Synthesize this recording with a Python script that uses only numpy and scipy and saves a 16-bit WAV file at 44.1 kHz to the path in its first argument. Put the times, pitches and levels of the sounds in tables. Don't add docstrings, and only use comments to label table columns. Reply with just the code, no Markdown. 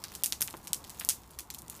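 import sys
import numpy as np
from scipy import signal
from scipy.fft import rfft, irfft
from scipy.io import wavfile
from scipy.ndimage import uniform_filter1d

SR = 44100
rng = np.random.default_rng(int(sys.argv[2]) if len(sys.argv) > 2 else 0)


def store_pcm(level_fs):
    pcm = np.round(np.clip(level_fs, -1, 1) * 32767).astype(np.int16)
    wavfile.write(sys.argv[1], SR, np.atleast_2d(pcm).T)


def natural_amplitude(level_db):
    exponent = np.asarray(level_db, float) / 20
    return 10 ** exponent


N = 79380

# start_s [s], level_db [dB], pitch_hz [Hz], echo_db [dB], thud_db [dB]
CRACKS = [(0.2365, -3.5, 10440, -1.5, -20.5), (0.2603, -8.5, 8600, -6.5, -25),
          (0.3238, -11.5, 6160, -6, -12.5), (0.4092, -10, 11100, -11, -11.5),
          (0.4183, -4.5, 10500, -2, -18.5), (.476, -19, 7850, -17, -37), (0.4818, -24.5, 2800, -10, -32),
          (0.5285, -31, 7200, -15, -26), (0.7322, -3, 8040, -14.5, -36), (0.8963, -24.5, 7100, 0, -37),
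          (1.0106, -23, 2630, -1.5, -19), (1.0489, -12, 10600, -13, -14.5), (1.0895, -1.5, 8150, -4, -19),
          (0.7457, -16, 7300, -22, -38), (1.103, -10.5, 6660, -5, -39), (0.2508, -19, 7000, -20, -40),
          (1.406, -24, 8600, -19, -26), (1.588, -23.5, 8800, -7, -36), (1.62, -27.5, 9600, -20, -23),
          (1.682, -28, 8050, -37, -34)]
CRACK_MS = 1.0
SNAP_THUD_DB = -36
BURST_SIZE, LEAD_IN = 600, 60


def evened(x):
    return x / np.sqrt(np.mean(x ** 2) + 1e-20)


def read(points, hz):
    f, value = np.transpose(points)
    return np.interp(np.log(hz + 1), np.log(f + 1), value)


def level_over_time(points, offset_db=0):
    return natural_amplitude(offset_db + np.interp(np.arange(N) / SR, *np.transpose(points)))


def coloured(x, points):
    return irfft(rfft(x) * natural_amplitude(read(points, np.fft.rfftfreq(len(x), 1 / SR))), len(x))


def band(x, hz, q):
    hz_limit = 0.4 * SR
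    return signal.lfilter(*signal.iirpeak(min(hz, hz_limit), max(q, 0.2, hz / hz_limit), SR), x)


def dying(ms, size):
    return rng.standard_normal(size) * np.exp(-np.arange(size) / (SR * max(ms, 0.05) / 1000))


def cracks(mix):
    for s, db, hz, echo_db, thud_db in CRACKS:
        add_burst(mix, s, db, hz, echo_db, thud_db, CRACK_MS, shards_db=-10)


def snaps(mix):
    snap_rows = [(0.0393, -23.5, 4000, -12, 3.44), (0.052, -31, 6200, -25, .8),
                 (.1512, -25, 7400, -4.5, 2.05), (0.303, -32, 9960, -15, 0.73),
                 (0.4056, -35, 6000, -9, 2.5), (0.5015, -30, 9000, 4.5, 0.98),
                 (0.6722, -25.5, 6940, -2.5, 1.1), (0.8415, -35.5, 4650, -1, 2),
                 (0.9956, -23.5, 11000, -5, .6), (0.9987, -17, 11900, -6, 0.55),
                 (1.3886, -20.5, 8000, -2, 1.8), (1.5026, -23.5, 6060, -5.5, 1.64),
                 (1.54, -30, 9000, -3, 1.7), (1.5468, -28, 8700, -11, 1.5),
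                 (1.6988, -22.5, 11000, -8.5, 1.16)]
    for s, db, hz, echo_db, ms in snap_rows:
        add_burst(mix, s, db, hz, echo_db, SNAP_THUD_DB, ms, shards_db=1.5)


def knocks(mix):
    knock_rows = [
        (.5411, -27, 1050, -6, -6),
        (.5409, -31, 1970, -10, -20),
        (0.12, -38.5, 2000, -7, -14),
        (.5414, -43, 300, -3, -11),
        (.419, -43, 140, -7, -9.5),
        (1.389, -32, 2250, -6.5, -18),
        (.3239, -17, 3600, -8, -32),
        (.4187, -26, 2310, -2, -18),
    ]
    for row in knock_rows:
        add_burst(mix, *row, CRACK_MS, shards_db=-30, lead=0.507, bright_db=-40, dry_db=7.5)


def ticks(mix):
    tick_rows = [(.005, -47, 6000), (.026, -53, 6000), (.0834, -34, 4800), (.4877, -38, 5000),
                 (0.1192, -30, 10700), (0.1396, -36, 9200), (0.175, -42, 6800), (.195, -48, 8000),
                 (.2186, -57, 8500), (.5547, -41, 9000), (0.569, -30.5, 10100), (.616, -49, 8000),
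                 (.63, -39, 8000), (.6427, -36, 10000), (0.6523, -36, 10300), (0.871, -36, 10000),
                 (.878, -42, 7950), (.946, -40, 8500), (.9645, -40, 11000), (1.038, -36, 3420),
                 (1.073, -36, 8600), (1.235, -42, 6000), (1.3083, -36.5, 11000), (1.3482, -42, 8000),
                 (1.5845, -30, 7800), (1.6066, -47, 7100), (1.647, -54, 9000), (1.7518, -32.5, 6800),
                 (1.7652, -31.5, 10000), (1.7768, -35.5, 8700)]
    for s, db, hz in tick_rows:
        add_burst(mix, s, db, hz, echo_db=-4, thud_db=SNAP_THUD_DB, ms=0.65, shards_db=-3)


def add_burst(mix, s, db, hz, echo_db, thud_db, ms, shards_db, lead=0, bright_db=-7, dry_db=0):
    low_cut = signal.butter(2, 0.35 * hz, "high", fs=SR)
    spike = pressure_spike(hz, lead, bright_db, low_cut)
    body = spike + thud(hz, lead, thud_db)
    direct = body + natural_amplitude(shards_db) * splinters(hz, ms, low_cut)
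    thrown = body + natural_amplitude(shards_db) * splinters(hz, ms, low_cut)
    tail_gain = natural_amplitude(-1.5 + 0.46 * echo_db - dry_db)
    tail = tail_gain * clutter() * np.linalg.norm(direct) / np.linalg.norm(spike)
    sound = signal.fftconvolve(spike, tail)
    sound[:1799] += signal.fftconvolve(thrown, natural_amplitude(echo_db) * wall())
    sound[:BURST_SIZE] += direct
    part = mix[round(s * SR) - LEAD_IN:][:len(sound)]
    part += natural_amplitude(db) / abs(direct).max() * sound[:len(part)]


def pressure_spike(hz, lead, bright_db, low_cut):
    rise_cycles, fall_cycles = 0.34, 0.53
    turns = (np.arange(BURST_SIZE) - LEAD_IN) * hz / SR
    rise, fall = np.exp(-(turns / rise_cycles) ** 2), np.exp(-turns / fall_cycles)
    spike = -np.cos(2 * np.pi * (turns + lead)) * np.where(turns < 0, rise, fall)
    spike = signal.lfilter(*low_cut, spike)
    bright = band(-1.0 * (turns == 0), 12300, 2.07)
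    return spike / abs(spike).max() + natural_amplitude(bright_db) * bright / abs(bright).max()


def thud(hz, lead, thud_db):
    kick = -np.cos(2 * np.pi * lead) * (np.arange(BURST_SIZE) == LEAD_IN)
    push = signal.lfilter(*signal.butter(1, [69.5, min(1540, hz / 2)], "band", fs=SR), kick)
    return natural_amplitude(thud_db) * push / abs(push).max()


def splinters(hz, ms, low_cut):
    noise = band(dying(ms, size=BURST_SIZE), hz, q=0.49)
    return np.roll(signal.lfilter(*low_cut, noise), LEAD_IN + 2)


def wall():
    delay_s, smear_ms, smear_db = 0.00575, 3.3, -21
    taps = np.zeros(1200)
    mirror = np.arange(400) == 0
    taps[round(delay_s * SR):][:400] = natural_amplitude(smear_db) * dying(smear_ms, size=400) + mirror
    return taps / np.linalg.norm(taps)


def clutter():
    # pitch_hz [Hz], t60_s [s]
    tail_t60 = [(1000, 0.058), (3500, 0.18), (9000, 0.17), (15000, 0.21)]
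    # pitch_hz [Hz], level_db [dB]
    tail_colour = [(800, 21), (3000, 0), (7000, 1.5), (15000, 1)]
    rise_s = 0.0049
    hz, t, z = signal.stft(rng.standard_normal(9000), SR, nperseg=128)
    decay_db = read(tail_colour, hz)[:, None] - 60 * t / read(tail_t60, hz)[:, None]
    tail = signal.istft(z * natural_amplitude(decay_db), SR, nperseg=128)[1]
    tail = tail * np.minimum(np.arange(len(tail)) / (rise_s * SR), 1) ** 2
    return tail / np.linalg.norm(tail)


def fizz():
    # pitch_hz [Hz], level_db [dB per Hz]
    steam_colour = [(1000, 13), (2000, -13), (4000, -30), (8000, 16.5), (13000, 10), (15500, 25.5)]
    # time_s [s], level_db [dB]
    fizz_swell = [(0.0, -53.5), (0.154, -52), (0.284, -54.5), (0.736, -59.5), (1.002, -53), (1.148, -57),
                  (1.358, -61), (1.628, -63.5), (1.714, -54.5), (1.8, -56.5)]
    ticks_per_s, spread_db, tail_db, steam_db = 500, 5.5, -4.5, 1.5
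    size = natural_amplitude(spread_db * np.minimum(rng.exponential(1, N), 3)) * (rng.random(N) < ticks_per_s / SR)
    kind = rng.integers(0, 12, N)
    tiny = np.zeros(N)
    for k, hz in enumerate(np.geomspace(2500, 13000, 12)):
        tiny += signal.oaconvolve(size * (kind == k), band(dying(1.0, size=200), hz, 0.66))[:N]
    tiny = evened(tiny)
    tiny = tiny + natural_amplitude(tail_db) * signal.fftconvolve(tiny, clutter())[:N]
    steam = evened(coloured(rng.standard_normal(N), steam_colour))
    return level_over_time(fizz_swell) * evened(evened(tiny) + natural_amplitude(steam_db) * steam)


def roar():
    # pitch_hz [Hz], level_db [dB per Hz]
    roar_colour = [(20, -36), (40, -9), (68, -5), (110, -5), (190, -5.5), (600, -15.5), (1000, -11),
                   (1700, -24)]
    # time_s [s], level_db [dB]
    roar_swell = [(0, 0), (.4, -1.5), (.8, 1), (1.1, -1), (1.3, -4), (1.8, 0)]
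    patch_db, fall_db = 1.4, -15.5
    frames, hz = N // 512 + 5, np.fft.rfftfreq(2048, 1 / SR)
    a, b, patches = rng.standard_normal((frames, 1025, 3)).T
    patches = uniform_filter1d(patches, size=5, axis=0)
    patches = evened(uniform_filter1d(patches, size=5, axis=1))
    octaves_above = np.log2(np.maximum(hz / roar_colour[-1][0], 1))
    shape = read(roar_colour, hz) + fall_db * octaves_above / 2
    z = (a + 1j * b) * natural_amplitude(shape[:, None] + patch_db * patches)
    flutter = signal.istft(z, nperseg=2048, noverlap=1536)[1][:N]
    return level_over_time(roar_swell, offset_db=-54) * evened(flutter)


def hum():
    # time_s [s], level_db [dB]
    hum_swell = [(0.0, -67), (0.13, -57.5), (0.27, -67), (0.34, -57), (0.68, -74), (0.7, -66.5),
                 (1.272, -56.5), (1.318, -74), (1.378, -52.5), (1.454, -71), (1.478, -62), (1.8, -62.5)]
    pitch_hz, wander_hz = 67.8, 5.3
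    wander = uniform_filter1d(rng.standard_normal(N), size=3000)
    wander = evened(uniform_filter1d(wander, size=3000))
    turns = np.cumsum(pitch_hz + wander_hz * wander) / SR
    return level_over_time(hum_swell, offset_db=-1.0) * np.sqrt(2) * np.sin(2 * np.pi * turns)


def limited(bed):
    duck_from_db, ahead_s = -26, 0.011
    for s, db, *_ in CRACKS:
        t = (np.arange(N) / SR - s) / ahead_s
        dip = np.clip(2 * (1 + t), 0, 1) * (t < 0)
        bed = bed * natural_amplitude(-max(db - duck_from_db, 0) * dip)
    return bed


def scene():
    bursts = np.zeros(N)
    for source in (cracks, knocks, snaps, ticks):
        source(bursts)
    return (bursts + limited(fizz()) + roar() + hum())[None]


def roll_off(x):
    return signal.sosfilt(signal.butter(12, 16570, fs=SR, output="sos"), x)


def record(dry):
    shelf_hz, edge_hz, shelf = 15300, 16400, natural_amplitude(-32)
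    edges = [0, shelf_hz - 200, shelf_hz + 250, edge_hz, edge_hz + 300, SR / 2]
    gains = [1, 1, shelf, shelf, 0, 0]
    taps = signal.firwin2(numtaps=401, freq=edges, gain=gains, fs=SR, window=("kaiser", 6))
    return roll_off(signal.oaconvolve(dry, taps[None], "same"))


dry = scene()
out = record(dry)
store_pcm(out)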